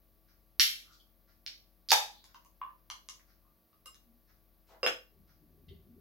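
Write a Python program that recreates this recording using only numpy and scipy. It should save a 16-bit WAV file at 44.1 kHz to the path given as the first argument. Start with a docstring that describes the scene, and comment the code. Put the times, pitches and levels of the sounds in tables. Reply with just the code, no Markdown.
"""A small living room: a can of beer is opened half a metre from a phone, over a faint fan and a ticking clock.
Rough noise hits crack the seal and tear the lid; decaying modes ring as the panel snaps in; gas is fading noise.
Fingers tap and rub the can (clicks, ringing metal, hollow air, band noise), then it knocks against a glass.
Low rising tones glug as pouring begins, with one small splash; gear rattles tick over steady hum and hiss."""
import sys
import numpy as np
from scipy import signal
from scipy.fft import rfft, irfft, next_fast_len
from scipy.io import wavfile

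SR = 44100
rng = np.random.default_rng(int(sys.argv[2]) if len(sys.argv) > 2 else 0)


def pcm_store(signal):
    """Save signal as 16-bit PCM."""
    levels = np.round(np.clip(np.atleast_2d(signal), -1, 1) * 32767)
    wavfile.write(sys.argv[1], SR, levels.astype(np.int16).T)


N = 264644
TIME = np.arange(N) / SR  # seconds into the scene
AGE = TIME[:SR // 2]  # seconds since a single sound began
SNAP_S = 1.9179  # the lid panel snaps in
TRICKLE_S = 5.1  # pouring begins
ROOM_T60_S = .38


def undb(db):
    """Decibels to gain."""
    return 10 ** (np.asarray(db) / 20)


def unit(x):
    """Scale to rms 1."""
    return x / np.sqrt(np.mean(x ** 2))


def blow(x, db):
    """Scale a hit so that its energy equals 5 ms at the given level."""
    return x * undb(db) * np.sqrt(.005 * SR / np.sum(x ** 2))


def fade(t60):
    """Exponential decay by 60 dB in t60 seconds."""
    return np.exp(-np.log(1000) * AGE / max(t60, 1e-4))


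def add(track, s, x):
    """Mix a sound into the track at time s."""
    i = int(s * SR)
    track[:, i:i + x.shape[1]] += x[:, :N - i]


def colour(x, points, tilt_db=0):
    """Causal minimum-phase filter through (Hz, dB) points, tilted per octave, its peak gain set to 0 dB."""
    size = next_fast_len(x.shape[-1] + 4096)
    octave = np.log2(np.maximum(np.fft.rfftfreq(2 * size, 1 / SR), 1))
    hz, db = np.transpose(points)
    edges = np.log2(hz)
    gain_db = np.interp(octave, edges, db) + tilt_db * np.clip(octave, edges[0], edges[-1])
    gain_db -= 12 * np.maximum(edges[0] - octave, 0)  # 12 dB per octave cut below the first point
    # folding the cepstrum onto positive time makes the filter causal
    cepstrum = irfft(np.log(undb(gain_db - gain_db.max())))
    cepstrum[1:size] *= 2
    cepstrum[size + 1:] = 0
    return irfft(rfft(x, 2 * size) * np.exp(rfft(cepstrum)))[..., :x.shape[-1]]


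def contact(t60, grit):
    """One sharp push and a short rough scrape; grit is the strength of the scrape against the push."""
    scrape = grit * blow(rng.standard_normal(len(AGE)) * fade(t60), 0)
    push = blow(1. * (AGE == 0), 0)
    return scrape + push


def ring(modes, tilt_db=0, scatter_db=0.0):
    """Decaying modes whose sign and strength are drawn per strike; a small body radiates no bass."""
    signs = rng.choice([-1, 1], len(modes))
    weights = signs * undb(scatter_db * rng.standard_normal(len(modes)))
    tones = np.zeros(len(AGE))
    for weight, (hz, db, t60) in zip(weights, modes):
        gain = weight * undb(db + tilt_db * np.log2(hz / 1000))
        tones += gain * fade(t60) * np.sin(2 * np.pi * hz * AGE)
    bass_cut = signal.butter(4, .88 * modes[0][0], "high", fs=SR, output="sos")
    return signal.sosfilt(bass_cut, tones)


def rattle(length, roughness):
    """Tiny uneven clicks that swell and die away."""
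    clicks = rng.standard_normal(len(AGE)) * np.exp(roughness * rng.standard_normal(len(AGE)))
    return clicks * np.sin(np.pi * np.clip(AGE / length, 0, 1))


def two_ports(size, spacing_m=0.12):
    """Diffuse noise at two microphones: alike in the bass, unrelated in the treble."""
    likeness = np.sinc(2 * np.fft.rfftfreq(size, 1 / SR) * spacing_m / 343)  # 343 m/s: speed of sound
    mid = irfft(rfft(rng.standard_normal(size)) * np.sqrt(1 + likeness), size)
    side = irfft(rfft(rng.standard_normal(size)) * np.sqrt(1 - likeness), size)
    return np.array([mid + side, mid - side])


def room(dry, left_lag, pan_db, wet_db, t60):
    """Direct sound, near reflections and a short diffuse tail, the last two drawn afresh for every sound."""
    # first reflections off nearby surfaces: delay_s (before random spread), level_db, left_lag_samples
    echoes = [(.0055, -13.5, 0.5), (.0077, -9, -7), (0.0094, -17.5, 10), (0.0131, -6.5, -3),
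              (.0205, -9.5, 10)]
    tail = two_ports(len(AGE)) * fade(t60) * np.clip((AGE - .004) / .004, 0, 1)
    response = undb(wet_db) * tail / np.sqrt(np.sum(tail ** 2) / 2)
    for delay, db, echo_lag in echoes:
        i = int(delay * SR * (1 + 0.043 * rng.standard_normal()))
        response[0, i + int(echo_lag)] += undb(db)
        response[1, i] += undb(db)
    # direct sound: lag in samples, positive pan is louder on the left
    response[0, left_lag] += undb(pan_db / 2)
    response[1, 0] += undb(-pan_db / 2)
    return signal.fftconvolve(dry[None], response, axes=1)


def background(hum_pan_db=9, wander=0.0022, spread_db=-7, shared_db=-1, air_pan_db=0.9):
    """A fan hums at its wandering turning rate and multiples of it, over room air and microphone hiss."""
    # fan whine: multiple_of_turning_rate, level_db
    fan_orders = [(4, -84), (5, -84.5), (6, -95.5), (7, -82.5), (9, -91), (12, -88), (14, -87), (16, -92),
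                  (25, -89)]
    # room air and microphone hiss: pitch_hz, relative level_db
    floor_colour = [(30, -15), (60, 1.5), (110, -4.5), (230, -11), (420, -14.5), (700, -15.5), (900, -19.5),
                    (1500, -22.5), (3000, -27), (4700, -24.5), (6000, -29), (7500, -35.5), (9000, -32),
                    (12000, -17), (15500, -17)]
    fan_hz, hum_db, floor_db = 45.84, -71.5, -69.5  # mean turning rate; levels before panning
    dip_s, dip_width_s, dip_db = 3.67, 0.11, -16  # the lowest hum dips briefly once
    drift = np.interp(TIME, np.linspace(0, TIME[-1], 20), rng.standard_normal(20))
    turn = 2 * np.pi * np.cumsum(fan_hz * (1 + wander * drift)) / SR
    hum_level_db = hum_db + dip_db * np.exp(-((TIME - dip_s) / dip_width_s) ** 2)
    hum = np.sqrt(2) * np.sin(turn) * undb(hum_level_db)
    whine = np.zeros(N)
    for order, db in fan_orders:
        whine += np.sqrt(2) * undb(db) * np.sin(round(order) * turn + 2 * np.pi * rng.random())
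    # part of the air noise differs between left and right, part is shared
    air = undb(spread_db) * rng.standard_normal((2, N)) + undb(shared_db) * rng.standard_normal(N)
    sides = np.array([[.5], [-.5]])
    hiss = undb(floor_db + air_pan_db * sides) * unit(colour(air, floor_colour))
    return hum * undb(hum_pan_db * sides) + whine + hiss


def clock():
    """Each step of the second hand rattles the gears in their case, heard mostly through the room."""
    # clock case: pitch_hz, relative level_db
    tick_colour = [(900, -13), (1400, 0.5), (2000, -3), (2600, -11.5), (3600, -14), (4200, -7.5),
                   (5400, -4.5), (6300, -10.5), (7500, -30)]
    first_s, period_s, length_s, tick_db = .265, 1, .06, -69
    out = np.zeros((2, N))
    for s in np.arange(first_s, TIME[-1], period_s):
        tick = blow(colour(rattle(length_s, roughness=0.95), tick_colour), tick_db)
        add(out, s, room(tick, left_lag=0, pan_db=2, wet_db=5.5, t60=ROOM_T60_S))
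    return out


def rubs(roughness=0.375):
    """Fingers and clothes slip in tiny uneven catches, each slide swelling and dying away."""
    # slides: start_s, length_s, level_db (before the swell and room), centre_hz, width_hz
    slides = [(.83, 0.16, -71.5, 1300, 300), (0.885, 0.11, -70.5, 4670, 2800),
              (0.995, 0.023, -67.5, 3250, 350), (3.41, 0.12, -80, 1120, 200), (3.966, 0.22, -74.5, 230, 30),
              (4.659, 0.098, -72.5, 2440, 5130), (4.68, .11, -63, 750, 800)]
    out = np.zeros((2, N))
    for s, length, db, hz, width in slides:
        catches = rng.standard_normal(len(AGE)) * np.exp(roughness * rng.standard_normal(len(AGE)))
        low = np.hypot(hz, width / 2) - width / 2  # puts the centre at the geometric mean of the edges
        band = signal.butter(2, [low, low + width], "band", fs=SR, output="sos")
        slide = unit(signal.sosfilt(band, catches))
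        swell = np.sin(np.pi * np.clip(AGE / length, 0, 1))
        add(out, s, room(undb(db) * swell * slide, left_lag=0, pan_db=2.5, wet_db=-1, t60=ROOM_T60_S))
    return out


def taps(tab_db=-11, air_t60=0.029, split=0.063):
    """Each tap clicks, rings the tab and sounds the hollow can, whose pitch rises as the opening widens."""
    # fingers and tab on the can, soft fingertips cut the treble:
    # start_s, click_db, tilt_db_per_octave, top_hz, contact_t60_s, air_level_db
    tap_hits = [(2.2418, -58, 3.5, 13700, 0.023, -69.5), (2.3452, -57, -3.5, 12000, 0.044, -53.5),
                (2.4486, -65, 6, 15000, .004, -64.5), (2.6147, -45, 1.5, 2900, 0.027, -35.5),
                (2.6949, -64, 0, 3000, .009, -63), (2.901, -41, -0.5, 13200, 0.011, -46),
                (3.088, -44, -3.5, 15000, 0.0015, -55.5), (3.1955, -64.5, -4, 2600, .006, -81),
                (3.7295, -72.5, 1, 5000, .009, -69.5), (3.86, -56, 9, 14800, 0.017, -55),
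                (3.945, -60.5, 3.5, 13300, 0.0068, -82)]
    # tap on the lid: pitch_hz, relative level_db
    tap_colour = [(300, -55), (700, -27), (1000, 1.5), (1900, 3.5), (2800, 0.5), (3500, 4), (6400, 2.5),
                  (8300, -12.5), (10500, -7), (15500, -15)]
    # ring of the tab: pitch_hz, relative level_db, t60_s
    tab_modes = [(1840, 5, .049), (2140, 10, .03), (2800, 17.5, .033), (3350, 0, 0.044), (3700, 3, 0.034),
                 (4550, 3, .032), (5100, 10, .07), (6400, 1.5, 0.036), (7100, 0, .03)]
    ajar_hz, open_hz, opening_tau_s = 835, 1181, 0.58  # air resonance while the panel is pushed aside
    out = np.zeros((2, N))
    for s, db, tilt_db, top_hz, t60, air_db in tap_hits:
        click = blow(colour(contact(t60, grit=1.6), tap_colour, tilt_db), db)
        tab = blow(ring(tab_modes, tilt_db, scatter_db=1), db + tab_db)
        treble_cut = signal.butter(8, min(top_hz, SR * .45), fs=SR, output="sos")
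        metal = signal.sosfilt(treble_cut, click + tab)
        air_hz = open_hz - (open_hz - ajar_hz) * np.exp(-(s - SNAP_S) / opening_tau_s)
        # two resonances, one either side of the air pitch
        air_modes = [(air_hz * (1 - split), 0, air_t60), (air_hz * (1 + split), 0, air_t60)]
        hollow = blow(ring(air_modes) * np.clip(AGE / 0.0019, 0, 1), air_db)
        add(out, s, room(metal + hollow, left_lag=1, pan_db=1.2, wet_db=3.0, t60=0.29))
    return out


def knocks():
    """Can and glass are picked up and meet with a clack; the hands damp their ring."""
    # knocks, the grip shifts their pitch:
    # start_s, ring_db, clack_db, tilt_db_per_octave, contact_t60_s, pitch_ratio
    knock_hits = [(3.8581, -48, -55, 7.5, 0.024, 1.017), (4.831, -26.5, -38, -1, .058, 0.99),
                  (4.8642, -28.5, -25.5, -0.5, 0.019, 1)]
    # ring of can and glass: pitch_hz (before the ratio), relative level_db, t60_s
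    knock_modes = [(462, -14, 0.17), (505.4, -2.5, 0.1), (532, -8, .1), (1136, -4, 0.046),
                   (1170, -14, 0.12), (1524, -15.5, .15), (2097, -13.5, .084), (2767, -5.5, .16),
                   (2860, -17, 0.13), (3780, -19, .05), (5130, -5, .1), (5130, -5, .05), (7440, -16, 0.063),
                   (9620, -18, 0.046)]
    # clack of can on glass: pitch_hz, relative level_db
    clack_colour = [(70, -15), (150, -19), (330, -10), (700, -0.5), (1100, -5.5), (1500, 2), (2200, -4.5),
                    (3000, 4.5), (4300, -12.5), (6500, -11.5), (8500, -21), (12500, -18), (15500, -27)]
    out = np.zeros((2, N))
    for s, ring_db, clack_db, tilt_db, t60, pitch in knock_hits:
        modes = [(hz * pitch, db, decay) for hz, db, decay in knock_modes]
        clack = colour(contact(t60, grit=1.0), clack_colour, tilt_db)
        knock = blow(ring(modes, tilt_db), ring_db) + blow(clack, clack_db)
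        add(out, s, room(knock, left_lag=3, pan_db=-1.5, wet_db=2, t60=0.27))
    return out


def flow():
    """Strength of the pour: each gulp swells, holds and dies away over a growing trickle."""
    # gulps out of the tilted can: start_s, level_db (before the room)
    gulps = [(5.16, -69.5), (5.41, -71.5), (5.67, -56), (5.87, -63)]
    attack_s, hold_s, gulp_t60_s = 0.017, 0.028, 0.25
    trickle_db, rise_db_per_s = -77.5, 15.5
    strength = (TIME > TRICKLE_S) * undb(trickle_db + rise_db_per_s * (TIME - TRICKLE_S))
    for s, db in gulps:
        released = np.maximum(TIME - s - attack_s - hold_s, 0)
        swell = np.clip((TIME - s) / attack_s, 0, 1)
        strength = strength + undb(db) * swell * np.exp(-np.log(1000) * released / gulp_t60_s)
    return strength


def pour(splash_s=5.683, splash_db=-56, splash_t60=0.34, glug_t60=0.11, rise=1.6, count=110):
    """Beer gulps out in many low glugs, each rising in pitch, and one small splash rings the glass."""
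    # glugs inside the can: pitch_hz, relative level_db
    pour_colour = [(50, -5), (75, 5), (115, -10.5), (165, -0.5), (280, -5), (400, 0.5), (550, -8.5)]
    # glass rung by the splash: pitch_hz, relative level_db, t60_s
    splash_modes = [(2050, -1, 0.025), (2730, 1, 0.011), (3160, 5, 0.01), (3610, 2, 0.018),
                    (4530, 3, 0.0051)]
    glugs, out = np.zeros((1, N)), np.zeros((2, N))
    for when, pitch in rng.random((count, 2)):
        hz = np.geomspace(65, 430, 100)[int(100 * pitch)]  # starting pitch
        bubble = np.sin(2 * np.pi * hz * AGE * (1 + rise * AGE / 2)) * fade(glug_t60)
        add(glugs, TRICKLE_S + when * (TIME[-1] - TRICKLE_S), bubble[None])
    gurgle = colour(glugs[0], pour_colour)
    gurgle = gurgle / np.std(gurgle[TIME > TRICKLE_S]) * flow()
    add(out, 0, room(gurgle, left_lag=0, pan_db=3.5, wet_db=-3.5, t60=ROOM_T60_S))
    drops = rng.standard_normal(len(AGE)) ** 3 * fade(splash_t60)  # cubing makes a few drops stand out
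    splash = blow(signal.fftconvolve(drops, ring(splash_modes)), splash_db)
    add(out, splash_s, room(splash, left_lag=0, pan_db=-1, wet_db=-14.0, t60=ROOM_T60_S))
    return out


def fizz(length=0.38, db=-55, hz=3800, width_hz=900):
    """Foam fizzes briefly inside the can once the panel is open: band-limited clicks that swell and die."""
    out = np.zeros((2, N))
    band = signal.butter(2, [hz - width_hz / 2, hz + width_hz / 2], "band", fs=SR, output="sos")
    foam = blow(signal.sosfilt(band, rattle(length, roughness=0.54)), db)
    add(out, SNAP_S, room(foam, left_lag=0, pan_db=-1.5, wet_db=4, t60=ROOM_T60_S))
    return out


def gas(start=.6005, spit_db=-20, spit_t60=.12, seep_db=-44, seep_t60=0.61):
    """Gas spits through the first slit; the pressure drops fast and the rest seeps out."""
    # escaping gas: pitch_hz, relative level_db
    gas_colour = [(500, -42), (1200, -25.5), (1900, -0.5), (3300, 6.5), (5600, -3), (7000, -4.5),
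                  (8600, -13.5), (11000, -1.5), (15500, -13.5)]
    out = np.zeros((2, N))
    spit = blow(fade(spit_t60), spit_db)
    seep = blow(fade(seep_t60) * (1 - AGE / AGE[-1]), seep_db)
    hiss = unit(colour(rng.standard_normal(len(AGE)), gas_colour))
    jet = (spit + seep) * np.clip(AGE / 0.00064, 0, 1) * hiss
    add(out, start, room(jet, left_lag=1, pan_db=-0.5, wet_db=3.5, t60=0.37))
    return out


def tear(count, jitter=.5, scatter_db=2):
    """Small cracks run along the score, on average ever quicker and louder, up to the snap."""
    start_s, start_db, rise_db, tilt_db, quickening = 1.888, -37.5, 2.5, 4, 1.15
    progress = ((np.arange(count) + jitter * rng.random(count)) / count) ** (1 / quickening)
    small_cracks = []  # start_s, level_db, tilt_db_per_octave
    for p in progress - progress[0]:
        level_db = start_db + p * rise_db + scatter_db * rng.standard_normal()
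        small_cracks.append((start_s + p * (SNAP_S - start_s), level_db, tilt_db))
    return small_cracks


def lid():
    """The lid gives way in cracks under the tab; the freed panel snaps in and thumps the air in the can."""
    # cracks: start_s, level_db, tilt_db_per_octave
    cracks = [(0.5975, -19, -1.5), (0.606, -30.5, 12), (0.9336, -65.5, -5), (1.0013, -68.5, 10),
              (1.464, -39, -2.5), (1.9065, -22.5, 0.5)]
    # crack of thin aluminium: pitch_hz, relative level_db
    crack_colour = [(200, -39), (600, -35), (1200, -21), (2000, -11), (3000, -7.5), (3700, 1.5),
                    (4700, 4.5), (5700, 0.5), (7000, -16), (8700, -24.5), (11000, -17.5), (15500, -21.5)]
    # click of the panel: pitch_hz, relative level_db
    snap_colour = [(200, -38), (320, -30.5), (450, -13.5), (680, -0.5), (1000, -3.5), (1500, -5),
                   (2100, -5), (3000, -2.5), (3700, 5), (4800, -7.5), (5900, -2.5), (8300, -20),
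                   (11500, -13.5), (15500, -26.5)]
    # thump and ring of the panel: pitch_hz, relative level_db, t60_s
    snap_modes = [(520.7, -13, 0.021), (630, -8, .035), (730.6, -4.5, 0.04), (834, 1.5, .042),
                  (990, -7, 0.059), (1200, -10, .015), (1560, -9, .025), (3510, -4.5, 0.056),
                  (3804, -7.5, .07)]
    out = np.zeros((2, N))
    for s, db, tilt_db in cracks + tear(count=8):
        crack = blow(colour(contact(t60=.009, grit=0.61), crack_colour, tilt_db), db)
        add(out, s, room(crack, left_lag=1, pan_db=-3.5, wet_db=3.5, t60=0.33))
    click = blow(colour(contact(t60=0.0062, grit=1.8), snap_colour), db=-17.5)
    thump = blow(ring(snap_modes), db=-19)
    add(out, SNAP_S, room(click + thump, left_lag=0, pan_db=-2.5, wet_db=3.0, t60=0.32))
    return out


def scene():
    """Opening, handling and pouring close to the phone, over the clock and the fan."""
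    return lid() + gas() + fizz() + taps() + rubs() + knocks() + pour() + clock() + background()


def record(dry):
    """Sets the stereo width by pitch, wide in bass and mids, narrower in the treble, and removes the top."""
    # stereo width: pitch_hz, side_db
    side_width = [(100, 2.5), (250, 4), (500, 3), (1500, 2), (5000, 1.5), (8000, -3), (13000, -2.5)]
    hz, db = np.transpose(side_width)
    width = undb(np.interp(np.log(np.fft.rfftfreq(N, 1 / SR) + 1), np.log(hz), db))
    mid = (dry[0] + dry[1]) / 2
    side = irfft(rfft(dry[0] - dry[1]) / 2 * width, N)
    top_cut = signal.ellip(10, .2, 70, 15950, fs=SR, output="sos")  # ripple dB, stopband dB, top Hz
    return signal.sosfilt(top_cut, np.array([mid + side, mid - side]))


dry = scene()
out = record(dry)
pcm_store(out)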